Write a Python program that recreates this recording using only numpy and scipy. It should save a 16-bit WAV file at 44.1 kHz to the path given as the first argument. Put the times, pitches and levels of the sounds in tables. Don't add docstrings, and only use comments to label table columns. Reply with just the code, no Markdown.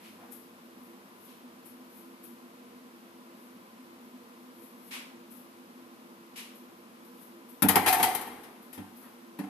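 import sys
import numpy as np
from scipy import signal
from scipy.fft import rfft, irfft, next_fast_len
from scipy.io import wavfile

SR = 44100
rng = np.random.default_rng(int(sys.argv[2]) if len(sys.argv) > 2 else 0)


def bounce(signal):
    frames = np.transpose(np.atleast_2d(signal))
    limited = np.clip(frames, -1, 1)
    pcm = np.round(limited * 32767).astype(np.int16)
    wavfile.write(sys.argv[1], SR, pcm)


N = 418509
TIME = np.arange(N) / SR
RING_SIZE = SR * 3 // 4
RING_TIME = TIME[:RING_SIZE]

# f/Hz, level/dB
SHELL_MODES = [(361, -13), (393, -10), (428, -11), (474, -12), (636, -11), (727, -5), (754, 0), (780, -8),
               (802, -5), (832, -6), (871, -3), (910, -3), (969, -12), (1050, -8), (1126, -10), (1198, -12),
               (1308, -12), (1360, -12), (1475, -14), (1596, -16), (1765, -9), (1857, -8), (1997, -12),
               (2089, -11), (2422, -14), (2654, -12), (3085, -16), (3165, -14)]
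# f/Hz, level/dB
TICK_SPECTRUM = [(300, -3.5), (2000, -5.5), (4500, -5), (7000, -7.5), (9000, -8.5), (11500, -5),
                 (14000, -4.5)]


def undb(db):
    return 10 ** (np.asarray(db) / 20)


def at(points, hz):
    f, value = np.transpose(points)
    return np.interp(np.log(hz + 1), np.log(f), value)


def unit(x):
    return x / np.sqrt(np.mean(x ** 2))


def bins(x):
    return np.fft.rfftfreq(x.shape[-1], 1 / SR)


def tint(x, points):
    size = next_fast_len(N + SR // 10, True)
    return irfft(rfft(x, size) * undb(at(points, np.fft.rfftfreq(size, 1 / SR))), size)[:N]


def tilted(points, db_per_octave, pivot_hz):
    return [(hz, db + db_per_octave * np.log2(hz / pivot_hz)) for hz, db in points]


def add(out, s, sound):
    start = int(s * SR)
    out[:, start:start + sound.shape[1]] += sound[:, :N - start]


def press(contact_s):
    return np.minimum(RING_TIME / contact_s, 1)


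def decay(t60):
    return np.exp(-np.log(1000) * RING_TIME / t60)


def fade(x, t60_points):
    hz, t, frames = signal.stft(x, SR, nperseg=256)
    frames = frames * np.exp(-np.log(1000) * t / at(t60_points, hz)[:, None])
    return signal.istft(frames, SR)[1][:, :x.shape[-1]]


def flutter(depth_db, per_s):
    return undb(depth_db * np.interp(RING_TIME, np.linspace(0, 1, per_s), rng.standard_normal(per_s)))


def field(points, size, coherent_hz, lag_s=0):
    noise = rng.standard_normal((3, next_fast_len(size, True)))
    hz, spectra = bins(noise), rfft(noise)
    shared = .1 + .9 / (1 + (hz / coherent_hz) ** 2)
    pair = np.sqrt(shared) * spectra[0] + np.sqrt(1 - shared) * spectra[1:]
    pair[0] *= np.exp(-2j * np.pi * hz * lag_s)
    return unit(irfft(pair * undb(at(points, hz)), noise.shape[1])[:, :size])


def ripple(x, spacing_hz, depth_db):
    hz = bins(x)
    knots = np.arange(0, SR / 2, spacing_hz)
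    heights = rng.standard_normal((2, 1024))[:, :len(knots)]
    db = depth_db * np.array([np.interp(hz, knots[:len(row)], row) for row in heights])
    return unit(irfft(rfft(x) * undb(db * np.minimum(hz / 1500, 1)), x.shape[-1]))


def modes(table, apart_hz, detune, spread_db=1):
    hz, db, t60 = np.transpose(table)
    strength, mistuning, phase, skew = rng.standard_normal((len(hz), 4)).T
    amplitude = undb(db + spread_db * strength)
    amplitude *= np.sqrt(2 / np.sum(amplitude ** 2))
    angle = np.outer(2 * np.pi * hz * (1 + detune * mistuning), RING_TIME).astype(np.float32)
    ports = amplitude * np.exp(1j * (np.pi * phase + np.outer([1, -1], skew * hz / apart_hz)))
    dying = decay(t60[:, None])
    return ports.real @ (np.sin(angle) * dying) + ports.imag @ (np.cos(angle) * dying)


def room_murmur(level_db=-51):
    # f/Hz, level/dB
    murmur_spectrum = [(25, -58), (60, -72), (100, -13.5), (140, -14), (200, 3), (300, -5), (450, -3.5),
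                       (700, -7.5), (1200, -7), (1700, -13.5), (2600, -15.5), (5000, -20.5), (9000, -34.5),
                       (14000, -31)]
    # f/Hz, width/Hz, boost/dB
    resonances = [(103.2, 6.1, 8.6), (248.6, 43.2, 15.84), (341, 16, 17.86), (477, 24.5, 8.1),
                  (1019, 45, 7.1)]
    air = field(murmur_spectrum, N, 1060, lag_s=0.00028)
    hz = bins(air)
    boost_db = sum(db / (1 + (2 * (hz - centre) / width) ** 2) for centre, width, db in resonances)
    return undb(level_db) * unit(irfft(rfft(air) * undb(boost_db), N))


def distant_clacks():
    # t/s, level/dB, rise time/s, tilt/(dB per octave)
    bursts = [(4.908, -35.5, 0.052, -0.5), (6.357, -39.5, 0.04, 1.5)]
    # f/Hz, level/dB
    clack_spectrum = [(400, -35), (1000, -4.5), (1600, -6.5), (2400, 1.5), (3600, -2.5), (5000, -6),
                      (7000, -11), (10000, -18), (14000, -23)]
    # f/Hz, T60/s
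    room_t60 = [(500, 0.71), (2500, 0.51), (12000, 0.41)]
    out = np.zeros((2, N))
    for s, db, rise_s, tilt in bursts:
        burst = field(tilted(clack_spectrum, tilt, 2500), RING_SIZE, 900, lag_s=0.000295)
        add(out, s, undb(db) * np.sqrt(press(rise_s)) * fade(burst, room_t60))
    return out


def slip(s, db, swell_s, fade_s):
    return undb(db) * np.exp(np.minimum((TIME - s) / swell_s, (s - TIME) / fade_s))


def fingers(rub_db=-8, fidget_count=7, fidget_db=-68, held_until_s=7.5):
    # peak t/s, level/dB
    flicks = [(.323, -44), (1.66, -49), (2.24, -48), (5.315, -49.5), (5.362, -51.5), (6.556, -55),
              (7.05, -58), (7.495, -51.5), (8.626, -56), (8.97, -54)]
    # peak t/s, level/dB
    slides = [(.08, -60), (.85, -60), (1.26, -54.5), (1.98, -53), (3.43, -63), (4.64, -53.5), (4.88, -53.5),
              (7.23, -53.5), (9.03, -55)]
    # f/Hz, level/dB
    rub_spectrum = [(300, -38), (1200, 0), (3000, -4), (6500, -2), (9000, -2), (11500, 4), (14000, 3)]
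    # peak t/s, level/dB, centre f/Hz
    brushes = [(.06, -55, 2520), (.23, -54, 706), (1.3, -61, 3000), (9.05, -57.5, 1000)]
    fidgets = [(s, fidget_db) for s in held_until_s * rng.random(fidget_count)]
    flick_power = sum(slip(s, db, swell_s=.0067, fade_s=.056) ** 2 for s, db in flicks)
    slide_power = sum(slip(s, db, swell_s=.058, fade_s=.065) ** 2 for s, db in slides + fidgets)
    out = undb(rub_db) * np.sqrt(flick_power + slide_power) * field(rub_spectrum, N, 900)
    for s, db, hz in brushes:
        band = [(hz / 5, -25), (hz, 0), (hz * 2, -8), (hz * 8, -35)]
        out += slip(s, db, swell_s=.04, fade_s=.08) * field(band, N, 710)
    return out


def roll_gain(rolls, t, attack_s=0.036, slowing_db_per_s=10, release_db_per_s=170):
    return sum(np.clip((t - start) / attack_s, 0, 1)
               * undb(db - slowing_db_per_s * (t - start) - release_db_per_s * np.maximum(t - end, 0))
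               for start, end, db in rolls)


def rolling(tap_count=22, tap_db=-13, spread_db=4, linger_s=0.17, drone_hz=800, drone_width_hz=240):
    # start t/s, end t/s, level/dB
    rolls = [(7.762, 7.785, -29), (7.873, 8.069, -28.5)]
    out = np.zeros((2, N))
    start, end = rolls[0][0], rolls[-1][1] + linger_s
    jitter, strength = rng.random((tap_count, 2)).T
    times = start + (np.arange(tap_count) + jitter) / tap_count * (end - start)
    gains = roll_gain(rolls, times) * undb(tap_db + spread_db * (2 * strength - 1.5))
    for s, gain in zip(times, gains):
        add(out, s, gain * field(TICK_SPECTRUM, SR // 5, 1200) * decay(.1)[:SR // 5])
    force = field([(20, 0), (20000, 0)], RING_SIZE, 1300)
    hz = bins(force)
    response = sum(undb(db) / (1 + 2j * (hz - f) / 14) for f, db in SHELL_MODES)
    response /= 1 + (2 * (hz - drone_hz) / drone_width_hz) ** 4
    drone = unit(irfft(rfft(force) * response, RING_SIZE))
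    add(out, start, drone * roll_gain(rolls, start + RING_TIME))
    return out


def nail_tick(contact_s, t60=0.075, tail_db=-26, tail_t60=0.95):
    chatter = flutter(depth_db=2, per_s=1000) * decay(t60)
    envelope = np.sqrt(press(contact_s)) * (chatter + undb(tail_db) * decay(tail_t60))
    return ripple(field(TICK_SPECTRUM, RING_SIZE, 1200), spacing_hz=110, depth_db=4.5) * envelope


def sheet_clang(contact_s, tilt, early_t60=0.13, tail_db=-11):
    # f/Hz, level/dB
    sheet_spectrum = [(60, -13), (150, -6), (350, 8), (600, 0), (850, 7.5), (1500, -1), (2000, 2),
                      (3000, -3.5), (4500, -7), (7000, -15.5), (14000, -24)]
    # f/Hz, T60/s
    sheet_t60 = [(200, 2.4), (1800, 1.13), (5000, 0.77), (13000, 0.72)]
    noise = field(tilted(sheet_spectrum, tilt, 1000), RING_SIZE, 1000)
    sheet = ripple(noise, spacing_hz=60, depth_db=5.5)
    shimmer = undb(tail_db) * fade(sheet, sheet_t60)
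    return np.sqrt(press(contact_s)) * (sheet * decay(early_t60) + shimmer)


def shell_ring(tilt):
    # f/Hz, T60/s
    shell_t60 = [(400, 0.8), (800, 0.67), (3000, 0.28)]
    hz, db = np.transpose(tilted(SHELL_MODES, tilt, 1000))
    ring = modes(np.c_[hz, db, at(shell_t60, hz)], apart_hz=1700, detune=.003)
    return press(0.0036) * ring * flutter(depth_db=5.5, per_s=70)


def tub_thud():
    # f/Hz, level/dB, T60/s
    tub_modes = [(173, -5.5, 0.27), (197.2, 0, 0.34), (233.5, -4.5, 0.25), (266.3, -1.5, 0.3),
                 (295, -0.5, 0.33), (312, -8, 0.26), (393, -5, 0.087), (453, -16.5, 0.36),
                 (566, -10.5, 0.12)]
    return press(0.012) * modes(tub_modes, apart_hz=1000, detune=.0075)


def tub_sway():
    # f/Hz, level/dB, T60/s
    sway_mode = [(97, 0, .28)]
    return press(0.024) * modes(sway_mode, apart_hz=1200, detune=.004)


def strike(tick_db, clang_db, ring_db, thud_db, sway_db, contact_s, tilt):
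    return (undb(tick_db) * nail_tick(contact_s)
            + undb(clang_db) * sheet_clang(contact_s, tilt)
            + undb(ring_db) * shell_ring(tilt)
            + undb(thud_db) * tub_thud()
            + undb(sway_db) * tub_sway())


def rocking(start_s=8.149, gap_s=.062, first_db=-38, loss_db=11, nail_db=5.5, flesh_db=-10):
    return [(start_s + k * gap_s, first_db - k * loss_db, nail_db, flesh_db, .005) for k in range(3)]


def tumbling(sway_fall_db_per_s=18):
    # t/s, level/dB, nail heads re level/dB, flesh re level/dB, contact time/s
    blows = [(7.621, -25.5, 3.5, 10, 0.0074), (7.685, -26, 4.5, -8, 0.0048), (7.756, -23, 0, -2, 0.002),
             (7.860, -22.5, -10.5, -23, 0.02), (7.878, -27, -0.5, -15.5, 0.01),
             (7.927, -31.5, 6, -13, 0.0022), (7.997, -30.5, -7.5, -8, 0.0056),
             (8.028, -25.5, 1.5, -13.5, .003), (8.075, -38.5, -15, -12, .008),
             (8.432, -53.5, -2, -14, 0.01), (8.728, -49.5, 5, -17.5, 0.024)]
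    # t/s, thud level/dB, sway level/dB
    bumps = [(8.776, -34.5, -42.5), (9.388, -28.5, -66), (9.436, -41, -60)]
    out = np.zeros((2, N))
    landing_s = blows[0][0]
    for s, db, nail_db, flesh_db, contact_s in blows + rocking():
        sway_db = db - 8.5 + 0.34 * flesh_db - sway_fall_db_per_s * (s - landing_s)
        tilt = -1 + 0.31 * (nail_db - flesh_db)
        add(out, s, strike(tick_db=db + nail_db, clang_db=db, ring_db=db - 5.5, thud_db=db + flesh_db,
                           sway_db=sway_db, contact_s=contact_s, tilt=tilt))
    for s, db, sway_db in bumps:
        add(out, s, strike(tick_db=db - 24, clang_db=db - 17, ring_db=db - 18, thud_db=db,
                           sway_db=sway_db, contact_s=0.0048, tilt=0.5))
    return out


def scene(hiss_db=-65):
    # f/Hz, left minus right level/dB
    drum_balance = [(100, -2.5), (370, -2), (700, -2.5), (1300, 5.5), (2400, 2), (5000, 5), (12000, 4.5)]
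    # f/Hz, left gain/dB, right gain/dB
    port_response = [(195, -0.5, -1.5), (420, -1.5, 0.5), (840, 1.5, 1), (2320, 2.5, 1), (4560, -1.5, 0.5),
                     (6950, 0.5, 1), (8820, 9, 4), (12070, 18, -4.5), (15200, 0, -8)]
    murmur = room_murmur()
    hiss = undb(hiss_db) * rng.standard_normal((2, N))
    left, right = tumbling() + rolling()
    hz, side_db = np.transpose(drum_balance)
    clatter = np.array([tint(left, np.c_[hz, side_db / 2]), tint(right, np.c_[hz, -side_db / 2])])
    left, right = clatter + fingers() + distant_clacks() + murmur
    hz, left_db, right_db = np.transpose(port_response)
    return hiss + np.array([tint(left, np.c_[hz, left_db]), tint(right, np.c_[hz, right_db])])


def record(dry, low_cut_hz=47, top_hz=14350):
    thinned = signal.sosfilt(signal.butter(1, low_cut_hz, "high", fs=SR, output="sos"), dry)
    return signal.sosfilt(signal.ellip(10, .2, 80, top_hz, fs=SR, output="sos"), thinned)


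dry = scene()
out = record(dry)
bounce(out)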